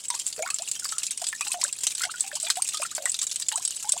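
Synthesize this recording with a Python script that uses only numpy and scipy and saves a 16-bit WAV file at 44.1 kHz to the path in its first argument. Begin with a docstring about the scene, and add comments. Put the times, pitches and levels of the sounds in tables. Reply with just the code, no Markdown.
"""A thin, broken stream of water falls into a full outdoor tank, close by, for four seconds. First each drop
cracks and slaps on the surface, and with each hit sounds a short, bright ringing tick; a moment later come its
froth and a brief echo off the tank's rim. Between drops, bubbles plop and plink: some hold a nearly steady
pitch, others rise in pitch as they float up. From start to end, thrown-up spray patters back over a faint
outdoor rumble."""
import sys
import numpy as np
from scipy import signal
from scipy.fft import rfft, irfft, next_fast_len
from scipy.io import wavfile
from scipy.ndimage import map_coordinates

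SR = 44100
rng = np.random.default_rng(int(sys.argv[2]) if len(sys.argv) > 2 else 0)


def master(y):
    """Save y as 16-bit WAV."""
    cut = np.clip(np.atleast_2d(y).T, -1, 1)
    pcm = np.round(cut * 32767)  # scale
    wavfile.write(sys.argv[1], SR, pcm.astype(np.int16))


N = 176400

# Falling drops. Each row: start in seconds, relative levels of the bright tick and the slap in dB.
FALLING_DROPS = [(0.0836,-12.5,-59),(0.1022,-13,-27.5),(0.197,-15.5,-32),(0.2656,-10,-48),(.2871,-18,-51),(.327,-20,-31),
                 (0.423,-10,-35),(0.5029,-12,-29.5),(0.543,-6.5,-63),(.5855,-23,-28.5),(0.6213,-14,-41),(0.7144,-9,-28),
                 (.8897,-18,-30.5),(0.9221,-19.5,-29),(0.9826,-7,-29.5),(1.0326,-10.5,-28),(1.0668,-10,-31),(1.1086,-10,-29),
                 (1.1758,-14,-36),(1.2417,-14,-27.5),(1.268,-11,-28),(1.287,-10,-40),(1.4089,-12,-28.5),(1.4816,-13,-37),
                 (1.518,-11,-28),(1.6143,-27,-23),(1.6386,-5,-25),(1.7271,-13,-34),(1.8685,-13.5,-17),(1.906,-21,-30),
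                 (1.9508,-16,-32),(2.0362,-17,-24),(2.0522,-13,-30),(2.2071,-5,-33),(2.3539,-13,-30),
                 (2.4,-15.5,-33.5),(2.4284,-12.5,-41),(2.4492,-21,-31.5),(2.5014,-34,-18.5),(2.556,-23,-32.5),
                 (2.6211,-2.5,-26.5),(2.6451,-20,-43),(2.679,-11.5,-43),(2.6888,-10,-26),(2.7451,-20,-28.5),(2.7716,-18,-27),
                 (2.8326,-10,-42),(2.9502,-11.5,-36),(3.0559,-6.5,-33),(3.0958,-8,-58),(3.1182,-9.5,-40),(3.1435,-30,-25),
                 (3.1899,-14,-27),(3.2156,-12,-27.5),(3.2683,-12,-32.5),(3.3138,-24,-28),(3.359,-13,-28.5),
                 (3.4223,-21.5,-27),(3.4853,-6.5,-28),(3.5224,-14,-29.5),(3.5575,-8.5,-50),(3.575,-12,-40),(3.6513,-6,-26),
                 (3.6767,-12,-31),(3.7652,-18,-38),(3.8928,-5.5,-32.5),(3.9209,-2,-27),(3.9772,-13,-56)]
# Floating bubbles. Each row: start and life in seconds, base pitch in Hz, relative level in dB.
FLOATING_BUBBLES = [(.141,0.011,803,-28.5),(.38,0.057,447,-35.5),(.392,0.082,609,-27),(0.426,0.022,2187,-29.5),(.462,0.013,1300,-25.5),
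                    (0.503,0.0091,2420,-22.5),(.596,0.038,633,-36.5),(0.966,0.039,1160,-44.5),(1.217,0.024,695,-31.5),(1.409,0.0079,1000,-23),
                    (1.463,0.062,820,-40.5),(1.63,.021,964,-29),(1.648,0.039,559,-39),(2.007,0.024,1304,-27),(2.036,0.017,1405,-23.5),
                    (2.049,0.048,707,-35.5),(2.315,0.0053,1430,-28),(2.329,0.046,575,-37.5),(2.434,0.069,636,-39),
                    (2.495,.005,1790,-26),(2.57,0.034,683,-28),(2.798,0.032,580,-30.5),(2.82,0.0069,2280,-23.5),(2.85,0.0099,1267,-30),
                    (2.916,0.019,1197,-38),(3.058,0.019,978,-29.5),(3.224,.022,1097,-38.5),(3.527,0.047,855,-29),(3.578,0.029,692,-33.5),
                    (3.845,0.061,818,-35.5),(3.937,0.0386,583,-35)]
# Low plops and small high plinks of nearly steady pitch that fade quickly.
# Each row: start in seconds, base pitch in Hz, relative level in dB.
STEADY_BUBBLES = [(.102,961,-24.5),(.488,1137,-31),(.761,3040,-31),(.822,1420,-40),(.853,4450,-20.5),(.924,1277,-28.5),(1.02,2505,-34),
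                  (1.328,1730,-24),(1.412,2390,-24.5),(1.469,2630,-29.5),(1.543,706,-27),(2.14,1427,-31.5),(2.241,774,-37),
                  (2.466,2340,-28),(2.468,3340,-22.5),(2.502,3760,-16.5),(2.742,1228,-30),(2.981,627,-24.5),
                  (3.057,1884,-22.5),(3.517,2760,-23)]
# Spray pitches in Hz. A droplet is equally likely to fall between any two neighbours.
SPRAY_PITCHES = [2384, 3780, 5420, 8120, 9900]
# The tone of five noises. Each row: frequency in Hz, relative level in dB.
SLAP_TONE = [(300, -32.5), (1500, -10.5), (3800, 2), (8000, 4), (11000, -7), (16000, -29.5)]  # a drop hitting the water
CRACK_TONE = [(800, -31.5), (5500, -5), (7800, 9.5), (9500, 4.5), (11500, -16.5), (16000, -20.5)]  # the bright edge of that hit
SNAP_TONE = [(200, -30), (1500, 4.5), (3000, -5.5), (10000, -15)]  # a bubble snapping shut
PATTER_TONE = [(500, -25.5), (2800, -12), (4000, -8.5), (6000, -3), (7800, 5), (11400, -14), (16000, -23.5)]  # spray landing
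RUMBLE_TONE = [(20, -30), (60, 0.5), (120, 8.5), (220, 5.5), (800, 0), (5000, -14.5)]  # the outdoors

# _S means seconds; _T60 means the seconds a sound takes to fade by 60 dB.
TICK_HZ, TICK_T60, TICK_RISE_PER_S, TICK_ATTACK_S = 7825, 0.0059, 8.1, 0.00048
CRACK_T60, SLAP_T60, SNAP_T60 = 0.0072, 0.011, 0.021
FROTH_HZ, FROTH_OCTAVES, FROTH_DELAY_S = 4480, 0.28, 0.0037
STEADY_CYCLES, STEADY_PITCH_RATIO, STEADY_FADE_DB = 68.4, 1.15, 28.5
SURFACE_HZ, SURFACE_PULL, FLOAT_FADE_DB = 3980, 0.37, 11.5  # floating bubbles climb partway to this pitch
PLOP_ATTACK_S, PLOP_SETTLE_S, PLOP_RELEASE_S = 0.00028, 0.0018, 0.0041
CHIRPS_PER_S, CHIRP_CYCLES, CHIRP_RISE, CHIRP_DB = 480, 28, 0.4, -43.5
SPLATS_PER_S, SPLAT_S, PATTER_DB = 420, 0.0013, -37
SURGE_DB, CLUMP_DB, CLUMP_S = 6, 1, 0.0071
RIM_DELAY_S, RIM_GAIN, TAIL_T60, TAIL_DB = 0.0022, 0.63, 0.089, -5
RUMBLE_DB, TOP_HZ = -62.5, 16200


def drops():
    """Each drop cracks, slaps the surface and stirs up bubbly froth; a bright ringing tick sounds with each
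    hit."""
    out, t = np.zeros(N), clock(2600)
    for start, tick_db, slap_db in FALLING_DROPS:
        tick_hz = TICK_HZ * np.exp(0.043 * rng.standard_normal())
        tick = ringing_tone(t, tick_hz, TICK_T60, TICK_RISE_PER_S) * (1 - np.exp(-t / TICK_ATTACK_S))
        crack = amp(tick_db - 10.5) * puff(t, CRACK_T60, CRACK_TONE)
        slap = amp(slap_db + 5) * puff(t, SLAP_T60, SLAP_TONE)
        drop = amp(tick_db + 3) * tick + crack + slap
        for delay, pitch in rng.standard_normal(size=(4, 2)):
            hz = FROTH_HZ * 2 ** (FROTH_OCTAVES * np.clip(pitch, -2, 2))
            froth = amp(slap_db + 4) * ringing_tone(t, hz, TICK_T60, 2 * TICK_RISE_PER_S)
            add(drop, FROTH_DELAY_S * abs(delay), froth)
        add(out, start, tank_echo(drop))
    return out


def bubbles():
    """A bubble snaps shut, rings and fades, at a nearly steady pitch or rising as it floats up."""
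    out, t = np.zeros(N), clock(5500)
    steady = [(start, STEADY_CYCLES / hz, hz, hz * STEADY_PITCH_RATIO, db, STEADY_FADE_DB)
              for start, hz, db in STEADY_BUBBLES]
    floating = [(start, life, hz, hz * (SURFACE_HZ / hz) ** SURFACE_PULL, db, FLOAT_FADE_DB)
                for start, life, hz, db in FLOATING_BUBBLES]
    for start, life, low_hz, high_hz, db, fade_db in steady + floating:
        age = np.minimum(t / life, 1.1)
        hz = low_hz * (high_hz / low_hz) ** (age ** 2.4)  # the pitch climbs late
        hz *= 1 + 0.21 * np.exp(-t / PLOP_SETTLE_S)  # a new bubble starts high and settles
        level = amp(-fade_db * age) * (1 - np.exp(-t / PLOP_ATTACK_S))
        level *= np.exp(-np.maximum(t - life, 0) / PLOP_RELEASE_S)
        swell, sway = (0.8 * age * wobble(t, per_s=166) for _ in range(2))  # the gurgle grows with age
        ring = level * np.exp(swell) * np.sin(2 * np.pi * np.cumsum(hz) / SR + 2 * sway)
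        snap = amp(-4) * puff(t, SNAP_T60, SNAP_TONE)
        add(out, start, tank_echo(amp(db - 2) * (ring + snap), echo_db=-6))
    return out


def spray():
    """Droplets fall back in clumps, making quick bubble chirps and little splats."""
    flow = stream_strength()
    chirps, splats, t = np.zeros(N), np.zeros(N), clock(1000)
    for when, pitch, softness, life, rise in rng.random((int(CHIRPS_PER_S * N / SR), 5)):
        hz = np.interp(pitch, np.linspace(0, 1, len(SPRAY_PITCHES)), SPRAY_PITCHES)
        t60 = CHIRP_CYCLES * (0.5 + life) / hz
        gain = amp(-6.5 * np.log(softness + 0.1)) * (hz / TICK_HZ) ** 0.5  # many quiet, a few loud
        add(chirps, when * N / SR, gain * ringing_tone(t, hz, t60, CHIRP_RISE * rise / t60))
    for when, softness in rng.random((int(SPLATS_PER_S * N / SR), 2)):
        gain = amp(-10 * np.log(softness + 0.1))
        add(splats, when * N / SR, gain * np.exp(-t / SPLAT_S))
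    patter = shape_tone(splats * rng.standard_normal(N), PATTER_TONE)
    return amp(CHIRP_DB) * scatter(flow * chirps) + amp(PATTER_DB) * scatter(flow * patter)


def stream_strength():
    """The trickle surges at random and thickens around each drop."""
    t = clock(N)
    near_drop = sum(np.exp(-((t - start) / CLUMP_S) ** 2) for start, _, _ in FALLING_DROPS)
    surge = np.tanh(wobble(t, per_s=45))
    return unit_level(amp(SURGE_DB * surge + CLUMP_DB * np.minimum(near_drop, 1)))


def scatter(sound, size=2205):
    """Every short stretch of spray lands on its own spot, so it gets its own echo."""
    out = np.zeros(N)
    for i in range(0, N, size):
        add(out, i / SR, tank_echo(sound[i:i + size]))
    return unit_level(out)


def tank_echo(sound, echo_db=0, size=5000):
    """The rim adds three echoes and a short tail, different for every spot on the water."""
    t = clock(size)
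    tail = rng.standard_normal(size) * fade(t, TAIL_T60) * (1 - fade(t, RIM_DELAY_S * 2))
    echoes = amp(TAIL_DB) * unit_level(tail) / np.sqrt(size)
    for bounce in range(1, 4):
        delay = (bounce + rng.uniform(-0.46, 0.5)) * RIM_DELAY_S
        add(echoes, delay, np.array([RIM_GAIN ** bounce]))
    echoes *= amp(echo_db)
    echoes[0] += 1  # the direct sound
    return signal.fftconvolve(sound, echoes)


def outdoor_rumble():
    """The faint, steady rumble of the outdoors."""
    return amp(RUMBLE_DB) * unit_level(shape_tone(rng.standard_normal(N), RUMBLE_TONE, size=8192))


def ringing_tone(t, hz, t60, rise_per_s):
    """A short tone that dies away while its pitch rises."""
    tone = np.sin(2 * np.pi * hz * (t + rise_per_s * t * t / 2))
    return tone * fade(t, t60) * (1 - np.exp(-hz * t))


def puff(t, t60, tone):
    """A short puff of noise with the given tone."""
    return shape_tone(rng.standard_normal(len(t)) * fade(t, t60), tone)


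def shape_tone(sound, tone, size=1024):
    """Make some frequencies louder and others quieter, following a tone table."""
    hz, db = np.transpose(tone)
    gain = amp(np.interp(np.log(np.fft.rfftfreq(size, 1 / SR) + 1), np.log(hz), db))
    cepstrum = irfft(np.log(gain))
    cepstrum[1:size // 2] *= 2  # fold it so that the filter never rings before a hit
    cepstrum[size // 2 + 1:] = 0
    response = irfft(np.exp(rfft(cepstrum)))
    return signal.fftconvolve(sound, response / np.linalg.norm(response))[:len(sound)]


def wobble(t, per_s):
    """A smooth curve through per_s random points a second."""
    return map_coordinates(rng.standard_normal(size=400), [t * per_s], mode="wrap")


def add(out, start, sound):
    """Mix a sound into out, from start in seconds."""
    i = max(0, round(start * SR))
    out[i:i + len(sound)] += sound[:max(0, len(out) - i)]


def fade(t, t60):
    return np.exp(-np.log(1000) * t / t60)


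def amp(db):
    return 10 ** (np.asarray(db) / 20)


def unit_level(sound):
    return sound / np.sqrt(np.mean(sound ** 2) + 1e-20)


def clock(size):
    return np.arange(size) / SR


def scene():
    """All four layers play together in one channel."""
    return (drops() + bubbles() + spray() + outdoor_rumble())[None]


def record(dry):
    """Cut away everything above TOP_HZ."""
    size = next_fast_len(N + 8192)
    audible = np.fft.rfftfreq(size, 1 / SR) < TOP_HZ
    return irfft(rfft(dry, size) * audible, size)[..., :N]


dry = scene()
out = record(dry)
master(out)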